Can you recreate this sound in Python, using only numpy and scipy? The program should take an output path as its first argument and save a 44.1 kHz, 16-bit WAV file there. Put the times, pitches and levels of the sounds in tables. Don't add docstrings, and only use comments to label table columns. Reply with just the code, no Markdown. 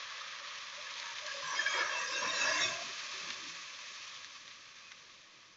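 import sys
import numpy as np
from scipy import signal
from scipy.fft import rfft, irfft, next_fast_len
from scipy.io import wavfile
from scipy.ndimage import map_coordinates

SR = 44100
rng = np.random.default_rng(int(sys.argv[2]) if len(sys.argv) > 2 else 0)


def output_pcm(signal):
    pcm = np.clip(np.atleast_2d(signal).T, -1, 1) * 32767
    wavfile.write(sys.argv[1], SR, np.round(pcm).astype(np.int16))


N = 245504
TIME = np.arange(N) / SR
TOP_HZ = 8199

# (time [s], level [dB])
SIZZLE_LEVEL = [(0, -45), (0.75, -47), (1.5, -44.5), (2.08, -45), (2.6, -42.5), (2.74, -45), (3.3, -46.5),
                (3.7, -49.5), (4.05, -49.5), (4.38, -54.5), (4.85, -57), (5.57, -61.5)]
# (time [s], share [0-1])
MILK_COVER = [(0, 0.08), (1, 0.46), (2, 0.58), (3, 0.91), (5.57, 0.64)]
# (time [s], flutter depth [dB])
SIZZLE_FLUTTER = [(0, .65), (1.05, 1), (1.6, .7), (3, .55), (5.57, .55)]
# (frequency [Hz], level [dB])
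FAT_TONE = [(200, -33), (450, -25.5), (780, -25.5), (1100, 4.5), (1450, -6), (1900, 1.5), (2500, 1.5),
            (2880, 0.5), (3200, 2), (4000, 0.5), (4800, -2), (6300, -3.5), (7000, -10), (8000, -24.5)]

def sizzle(surge):
    cover = over_time(MILK_COVER)
    crackle = coloured(bursts(per_second=5000, spread_db=2) + 0.67 * rng.standard_normal(N), FAT_TONE)
    fine = filtered(crackle, lambda hz: 1 / (1 + (4600 / (hz + 1)) ** 6))
    coarse = filtered(crackle, lambda hz: 1 / (1 + (hz / 1400) ** 6))
    fine_db = 7.64 * cover - 4
    coarse_db = 0.5 - 0.3 * TIME
    frying = crackle + coarse * (amp(coarse_db) - 1) + fine * (amp(fine_db) - 1)
    ring = unit(filtered(bursts(per_second=5000, spread_db=1.5), metal))
    flutter_db = over_time(SIZZLE_FLUTTER) * (wobble(36) + 0.98 * wobble(100))
    level = np.hypot(amp(over_time(SIZZLE_LEVEL)), amp(-11.5) * surge)
    return level * amp(flutter_db) * (frying + amp(-3) * cover * ring)


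# (pitch [Hz], width [Hz], level [dB])
PAN_NOTES = [(2505, 130, 6.5), (2655, 120, 4.5), (3070, 100, -2), (3516, 210, 3), (4000, 150, -2),
             (4410, 170, -3), (4920, 110, -3.5), (5320, 81, -8), (5700, 100, -7.5), (6040, 220, -3)]

def metal(hz):
    return sum(amp(db) * resonance(hz, centre, width) for centre, width, db in PAN_NOTES)


# (pitch [Hz], width [Hz], simmer level [dB], gush level [dB])
AIR_NOTES = [(563.4, 102, -2, -2), (1023, 122, -1.5, -1), (1183, 156, 5.5, 2), (1396, 45, -17.5, 2),
             (1682, 190, 5.5, 4), (2190, 260, -4, -3.5), (2595, 52, -4.5, -16.5)]

def boil(surge):
    collapses = bursts(per_second=6000, spread_db=4)
    simmer, roar = np.zeros((2, N))
    for centre, width, simmer_db, gush_db in AIR_NOTES:
        flicker = amp(1.6 * wobble(30))
        air = flicker * filtered(collapses, lambda hz: resonance(hz, centre, 1.5 * width) ** 2)
        simmer += amp(simmer_db) * air
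        roar += amp(gush_db) * air
    steady = amp(over_time(SIZZLE_LEVEL) - 6.5 - 0.5 * TIME)
    return (steady ** 2 * unit(simmer) + surge ** 2 * unit(roar)) / np.hypot(steady, surge)


# (time [s], half length [s], boiling level [dB], gurgling level [dB])
MILK_GUSHES = [(1.036, 0.044, -53.5, -89), (1.44, 0.027, -56, -69), (1.575, 0.055, -44, -81),
               (1.81, 0.086, -38.5, -73), (2.253, 0.033, -40, -53.5), (2.46, 0.073, -40, -58.5),
               (2.611, 0.019, -40, -51), (2.676, 0.049, -53, -51.5), (2.855, 0.04, -58, -56),
               (3.252, 0.094, -53, -63.5), (3.452, 0.056, -69, -64.5)]

def gushes():
    surge, churn = np.zeros((2, N))
    for peak_s, half_s, boil_db, gurgle_db in MILK_GUSHES:
        swell = np.exp(-((TIME - peak_s) / half_s) ** 2 / 2)
        surge = np.maximum(surge, amp(boil_db) * swell)
        churn = np.maximum(churn, amp(gurgle_db) * swell)
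    return surge, churn


def stream(start_s=1.57, peak_s=2.617, build_db_per_s=58.5, grow_db_per_s=10, die_db_per_s=66.5):
    fade_in_db = -build_db_per_s * np.maximum(start_s - TIME, 0)
    past_peak = TIME - peak_s
    return amp(fade_in_db + np.minimum(grow_db_per_s * past_peak, -die_db_per_s * past_peak))


# (start [s], length [s], pitch [Hz], level [dB])
LOUD_SQUEALS = [(0.209, 0.011, 1246, -45), (0.772, 0.03, 570, -54.5), (0.96, 0.16, 950, -55),
                (1.05, 0.05, 1730, -51), (1.215, 0.059, 600, -53.5), (1.263, 0.059, 1665, -45),
                (1.2, .26, 5025, -57), (1.316, 0.1, 564, -52.5), (1.42, .12, 1052, -46),
                (1.48, 0.074, 1120, -48.5), (1.48, 0.07, 960, -50), (1.427, 0.15, 1632, -46.5),
                (1.462, 0.1, 5850, -49), (1.5, 0.055, 6200, -54), (1.51, 0.19, 5400, -56.5),
                (1.56, 0.084, 6700, -53), (1.55, 0.027, 2164, -42.5), (1.559, 0.08, 3200, -43.5),
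                (1.548, 0.052, 5006, -45), (1.585, 0.25, 1652, -42.5), (1.59, 0.018, 1750, -31.5),
                (1.62, 0.065, 610, -50.5), (1.6625, .004, 1660, -30.5), (1.662, 0.01, 2300, -35),
                (1.682, 0.12, 2270, -42.5), (1.72, 0.14, 2190, -46), (1.812, 0.012, 2200, -38.5),
                (1.644, 0.18, 3246, -43.5), (1.784, 0.015, 3260, -38), (1.581, 0.12, 6190, -53),
                (1.8, 0.1, 6080, -54), (1.7, 0.33, 5620, -55.5), (1.45, 0.058, 7450, -55),
                (1.72, 0.048, 7360, -55), (1.95, 0.19, 7400, -59), (1.895, 0.045, 3230, -47),
                (2.11, 0.05, 4990, -50), (1.635, 0.045, 1635, -42.5), (2.43, 0.18, 1722, -44.5),
                (1.742, 0.1, 1325, -45.5), (1.661, 0.067, 5020, -48), (1.689, 0.049, 6640, -48.5),
                (1.695, 0.066, 1236, -45), (1.734, 0.053, 1900, -44), (1.758, 0.04, 960, -42.5),
                (1.75, 0.049, 480, -52.5), (1.769, 0.04, 5038, -45), (1.8, 0.027, 1730, -36.5),
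                (1.894, 0.097, 627, -51), (1.91, .1, 2670, -42), (1.871, 0.21, 1639, -45.5),
                (1.937, 0.057, 966, -44), (1.98, 0.069, 6200, -49.5), (1.99, 0.061, 1900, -46),
                (1.991, 0.059, 1155, -45), (2.07, 0.02, 5000, -45), (2.066, 0.11, 520, -51.5),
                (2.085, 0.1, 5300, -51), (2.118, 0.12, 2700, -45.5), (2.125, 0.085, 1604, -42.5),
                (2.13, 0.034, 3760, -42.5), (2.161, 0.038, 6400, -46), (2.202, 0.067, 1001, -44.5),
                (2.16, 0.36, 5560, -48), (2.238, 0.036, 511, -48.5), (2.246, 0.064, 1070, -46.5),
                (2.222, 0.27, 2620, -46), (2.278, 0.036, 3730, -41), (2.323, 0.15, 3900, -49),
                (2.247, 0.057, 2330, -52), (2.285, 0.34, 1630, -45.5), (2.29, 0.35, 1900, -46),
                (2.307, 0.12, 7000, -50), (2.32, 0.063, 510, -51.5), (2.335, 0.04, 4080, -45.5),
                (2.371, 0.21, 6170, -50), (2.372, 0.085, 6600, -47.5), (2.408, 0.028, 2614, -36),
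                (2.41, 0.02, 3779, -41), (2.39, 0.18, 4860, -45), (2.336, 0.34, 5350, -52.5),
                (2.41, 0.05, 1400, -46), (2.488, 0.2, 2195, -48.5), (2.436, 0.029, 5590, -44.5),
                (2.44, 0.078, 629, -45), (2.443, 0.081, 1710, -45.5), (2.447, 0.038, 1087, -41.5),
                (2.526, 0.058, 2723, -41), (2.546, 0.2, 6380, -50), (2.53, 0.18, 6930, -53),
                (2.553, 0.12, 7180, -51.5), (2.56, 0.26, 672, -49.5), (2.584, .05, 2092, -41),
                (2.55, 0.14, 3525, -43), (2.597, 0.063, 3530, -43), (2.6, .033, 3760, -38),
                (2.605, 0.056, 5560, -38.5), (2.622, 0.043, 2543, -39.5), (2.659, 0.08, 1050, -50),
                (2.68, 0.069, 2640, -46.5), (4.84, 0.059, 2520, -61)]
# (pitch [Hz], relative level [dB])
FAINT_PITCHES = [(580, -3), (1030, 3), (1340, -10.5), (1720, 0.5), (2170, -6), (2650, -0.5), (3700, -4.5),
                 (4800, -4), (5600, 0), (6150, -5), (6550, -6.5), (7250, -9.5)]

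def squeals(count=180, first_s=1.3, last_s=2.9, scatter_hz=85.3):
    loud, faint = np.zeros((2, N))
    for start, length, hz, db in LOUD_SQUEALS:
        add(loud, start, amp(db) * squeal(hz, length, breathiness=0.65, samples=SR // 2))
    for k, (when, detune, size) in enumerate(rng.random((count, 3))):
        hz, db = FAINT_PITCHES[k % len(FAINT_PITCHES)]
        pitch = hz + scatter_hz * (2 * detune - 1)
        start = first_s + (last_s - first_s) * (k + when) / count
        add(faint, start, amp(db + 6 * size) * squeal(pitch, 0.1, breathiness=1.1, samples=SR // 6))
    return loud + amp(-44.5) * stream() * unit(faint)


def squeal(hz, length, breathiness, samples, waver_hz=18, sputter_hz=45.6, rasp_hz=150, release_s=0.01):
    t = np.arange(samples) / SR
    pitch = hz + waver_hz * band_noise(samples, 0, sputter_hz)
    tone = np.sqrt(2) * np.sin(2 * np.pi * np.cumsum(pitch) / SR)
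    breath = breathiness * band_noise(samples, hz, width_hz=70)
    attack_s = 0.0013 + 0.064 * length
    swell = (1 - np.exp(-t / attack_s)) * np.exp(-np.maximum(t - length, 0) / release_s)
    sputter_db = band_noise(samples, 0, sputter_hz) + 1.9 * band_noise(samples, 0, rasp_hz)
    return unit(swell * amp(sputter_db) * (tone + breath)) * np.sqrt(np.mean(swell ** 2))


# (time [s], pitch [Hz], level [dB])
BIG_GULPS = [(1.43, 152, -57), (1.595, 346, -52), (1.746, 367, -43.5), (1.805, 349, -42), (2.152, 358, -49),
             (2.263, 274.5, -47.5), (2.556, 305, -44.5), (2.639, 118.4, -52), (3.139, 377, -53),
             (3.234, 177, -55.5), (3.29, 229, -51.5), (3.479, 163.5, -60.5)]
# (frequency [Hz], level [dB])
POOL_TONE = [(35, -16), (60, -23), (90, 2.5), (125, -3), (180, -3), (310, 2.5), (390, 1), (450, -11.5),
             (750, -20.5), (1600, -54)]

def gurgle(churn, count=1300, plunge_db=-60, simmer_db=-79):
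    small, big = np.zeros((2, N))
    for when, pitch, size in rng.random((count, 3)):
        hz = 90 * 5 ** pitch
        add(small, when * N / SR, amp(25 * size) * hz * bubble(hz, cycles=23, rise=0.16))
    for start, hz, db in BIG_GULPS:
        add(big, start, amp(db) * bubble(hz, cycles=20, rise=0.058))
    pool = coloured(unit(small) + 2.3 * rng.standard_normal(N), POOL_TONE)
    deep = filtered(pool, lambda hz: 1 / (1 + (hz / 200) ** 4))
    deep_db = 7.8 * over_time(MILK_COVER) - 7.5
    level = np.hypot(amp(plunge_db) * stream() + amp(simmer_db), churn)
    return big + level * (pool + deep * (amp(deep_db) - 1))


def bubble(hz, cycles, rise):
    t = np.arange(int(2 * cycles / hz * SR)) / SR
    age = t * hz / cycles
    tone = np.sin(2 * np.pi * hz * t * (1 + rise * age / 2))
    return tone * np.exp(-2.5 * age) * (1 - np.exp(-25 * age))


# (time [s], level of the first 4 ms [dB], brightness [dB per octave], spray [0-1])
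FAT_SPITS = [(0.939, -42, -1, 0.53), (0.956, -48, -3, 0.4), (0.999, -39, 3, 0.4), (1.029, -40, -7, 0.4),
             (1.185, -38.5, -3, .45), (1.214, -47, -1, .45), (1.265, -38.5, 0, .45), (1.323, -49, -4, .6),
             (1.6645, -38, -6, .6), (3.137, -44, -2, 0.5), (3.287, -45, -1, .3), (3.3037, -35.5, -8, .75),
             (3.497, -47, -1, .4), (4.246, -43, -2, .5), (4.479, -47, -6, .4), (4.512, -49, -2, 0.5),
             (4.916, -55, -9, .8), (4.9184, -44.5, -7, 0.7)]
# (frequency [Hz], level [dB])
SPIT_TONE = [(80, -61), (300, -43.5), (700, -30.5), (1250, -14.5), (1750, -1.5), (4000, 3), (4700, -2),
             (6500, -0.5), (7500, -19.5), (8200, -32.5)]

def spits(snap_s=0.0005, spray_s=0.0042):
    track = np.zeros(N)
    t = np.arange(SR // 16) / SR
    lead, onset = SR // 200, SR // 250
    for start, db, brightness, spray in FAT_SPITS:
        decay = (1 - spray) * np.exp(-t / snap_s) + spray * np.exp(-t / spray_s)
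        burst = np.pad(decay * rng.standard_normal(len(t)), (lead, 0))
        tilt_db = lambda hz: brightness * np.log2(np.maximum(hz, 1000) / 3000)
        pop = filtered(burst, lambda hz: amp(over_pitch(SPIT_TONE, hz) + tilt_db(hz)) * (hz < TOP_HZ))
        onset_level = np.linalg.norm(pop[:lead + onset]) / np.sqrt(onset)
        add(track, start - lead / SR, amp(db) * pop / onset_level)
    return track


# (frequency [Hz], time to fade by 60 dB [s])
ECHO_TIMES = [(200, 1), (2000, 0.31), (8000, 0.34)]

def kitchen(sound):
    hz, t, noise = signal.stft(rng.standard_normal(SR // 3), SR, nperseg=256)
    decay = amp(-60 * t / over_pitch(ECHO_TIMES, hz)[:, None])
    _, tail = signal.istft(noise * decay, SR, nperseg=256)
    echo = np.pad(tail, (SR // 250, 0)) / np.linalg.norm(tail)
    return signal.fftconvolve(sound, echo)[:N]


# (frequency [Hz], level [dB])
FLAME_TONE = [(25, -9.5), (55, -22.5), (90, -4), (170, -3.5), (300, -11.5), (550, -3.5), (800, -11),
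              (3000, -14), (8000, -31)]

def burner():
    return amp(-70.5) * coloured(rng.standard_normal(N), FLAME_TONE)


def bursts(per_second, spread_db):
    happens = rng.random(N) < per_second / SR
    size_db = spread_db * np.minimum(rng.standard_normal(N), 2.6)
    return unit(happens * rng.choice([-1, 1], N) * amp(size_db))


def resonance(hz, centre, width):
    damping = 1j * hz * width
    return damping / (centre ** 2 - hz ** 2 + damping)


def band_noise(samples, centre_hz, width_hz):
    hz = np.fft.rfftfreq(samples, 1 / SR)
    spectrum = rfft(rng.standard_normal(samples)) / (1 + ((hz - centre_hz) / width_hz) ** 4)
    return unit(irfft(spectrum, samples))


def wobble(per_second):
    return map_coordinates(rng.standard_normal(int(N * per_second / SR) + 4), [TIME * per_second])


def amp(db):
    return 10 ** (np.asarray(db) / 20)


def unit(sound):
    return sound / np.sqrt(np.mean(sound ** 2) + 1e-20)


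def over_time(points):
    return np.interp(TIME, *np.transpose(points))


def over_pitch(points, hz):
    frequencies, values = np.transpose(points)
    return np.interp(np.log(hz + 1), np.log(frequencies + 1), values)


def filtered(sound, response):
    size = next_fast_len(len(sound) + SR // 4)
    return irfft(rfft(sound, size) * response(np.fft.rfftfreq(size, 1 / SR)), size)[:len(sound)]


def coloured(sound, tone):
    return unit(filtered(sound, lambda hz: amp(over_pitch(tone, hz))))


def add(track, start_s, sound):
    start = round(start_s * SR)
    track[start:start + len(sound)] += sound[:max(N - start, 0)]


def scene():
    surge, churn = gushes()
    pan = sizzle(surge) + boil(surge) + squeals() + gurgle(churn) + spits()
    mono = pan + amp(-12.5) * kitchen(pan) + burner()
    return np.array([mono, mono])


# (frequency [Hz], width [Hz], depth [dB])
QUIET_BANDS = [(435, 18, 4.5), (751, 30, 3.5), (2860, 90, 3)]

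def record(dry):
    def response(hz):
        dip_db = sum(db * np.exp(-((hz - centre) / width) ** 2) for centre, width, db in QUIET_BANDS)
        return amp(-dip_db) * (hz < TOP_HZ) / (1 + (hz / 7350) ** 30)
    return np.array([filtered(channel, response) for channel in dry])


dry = scene()
out = record(dry)
output_pcm(out)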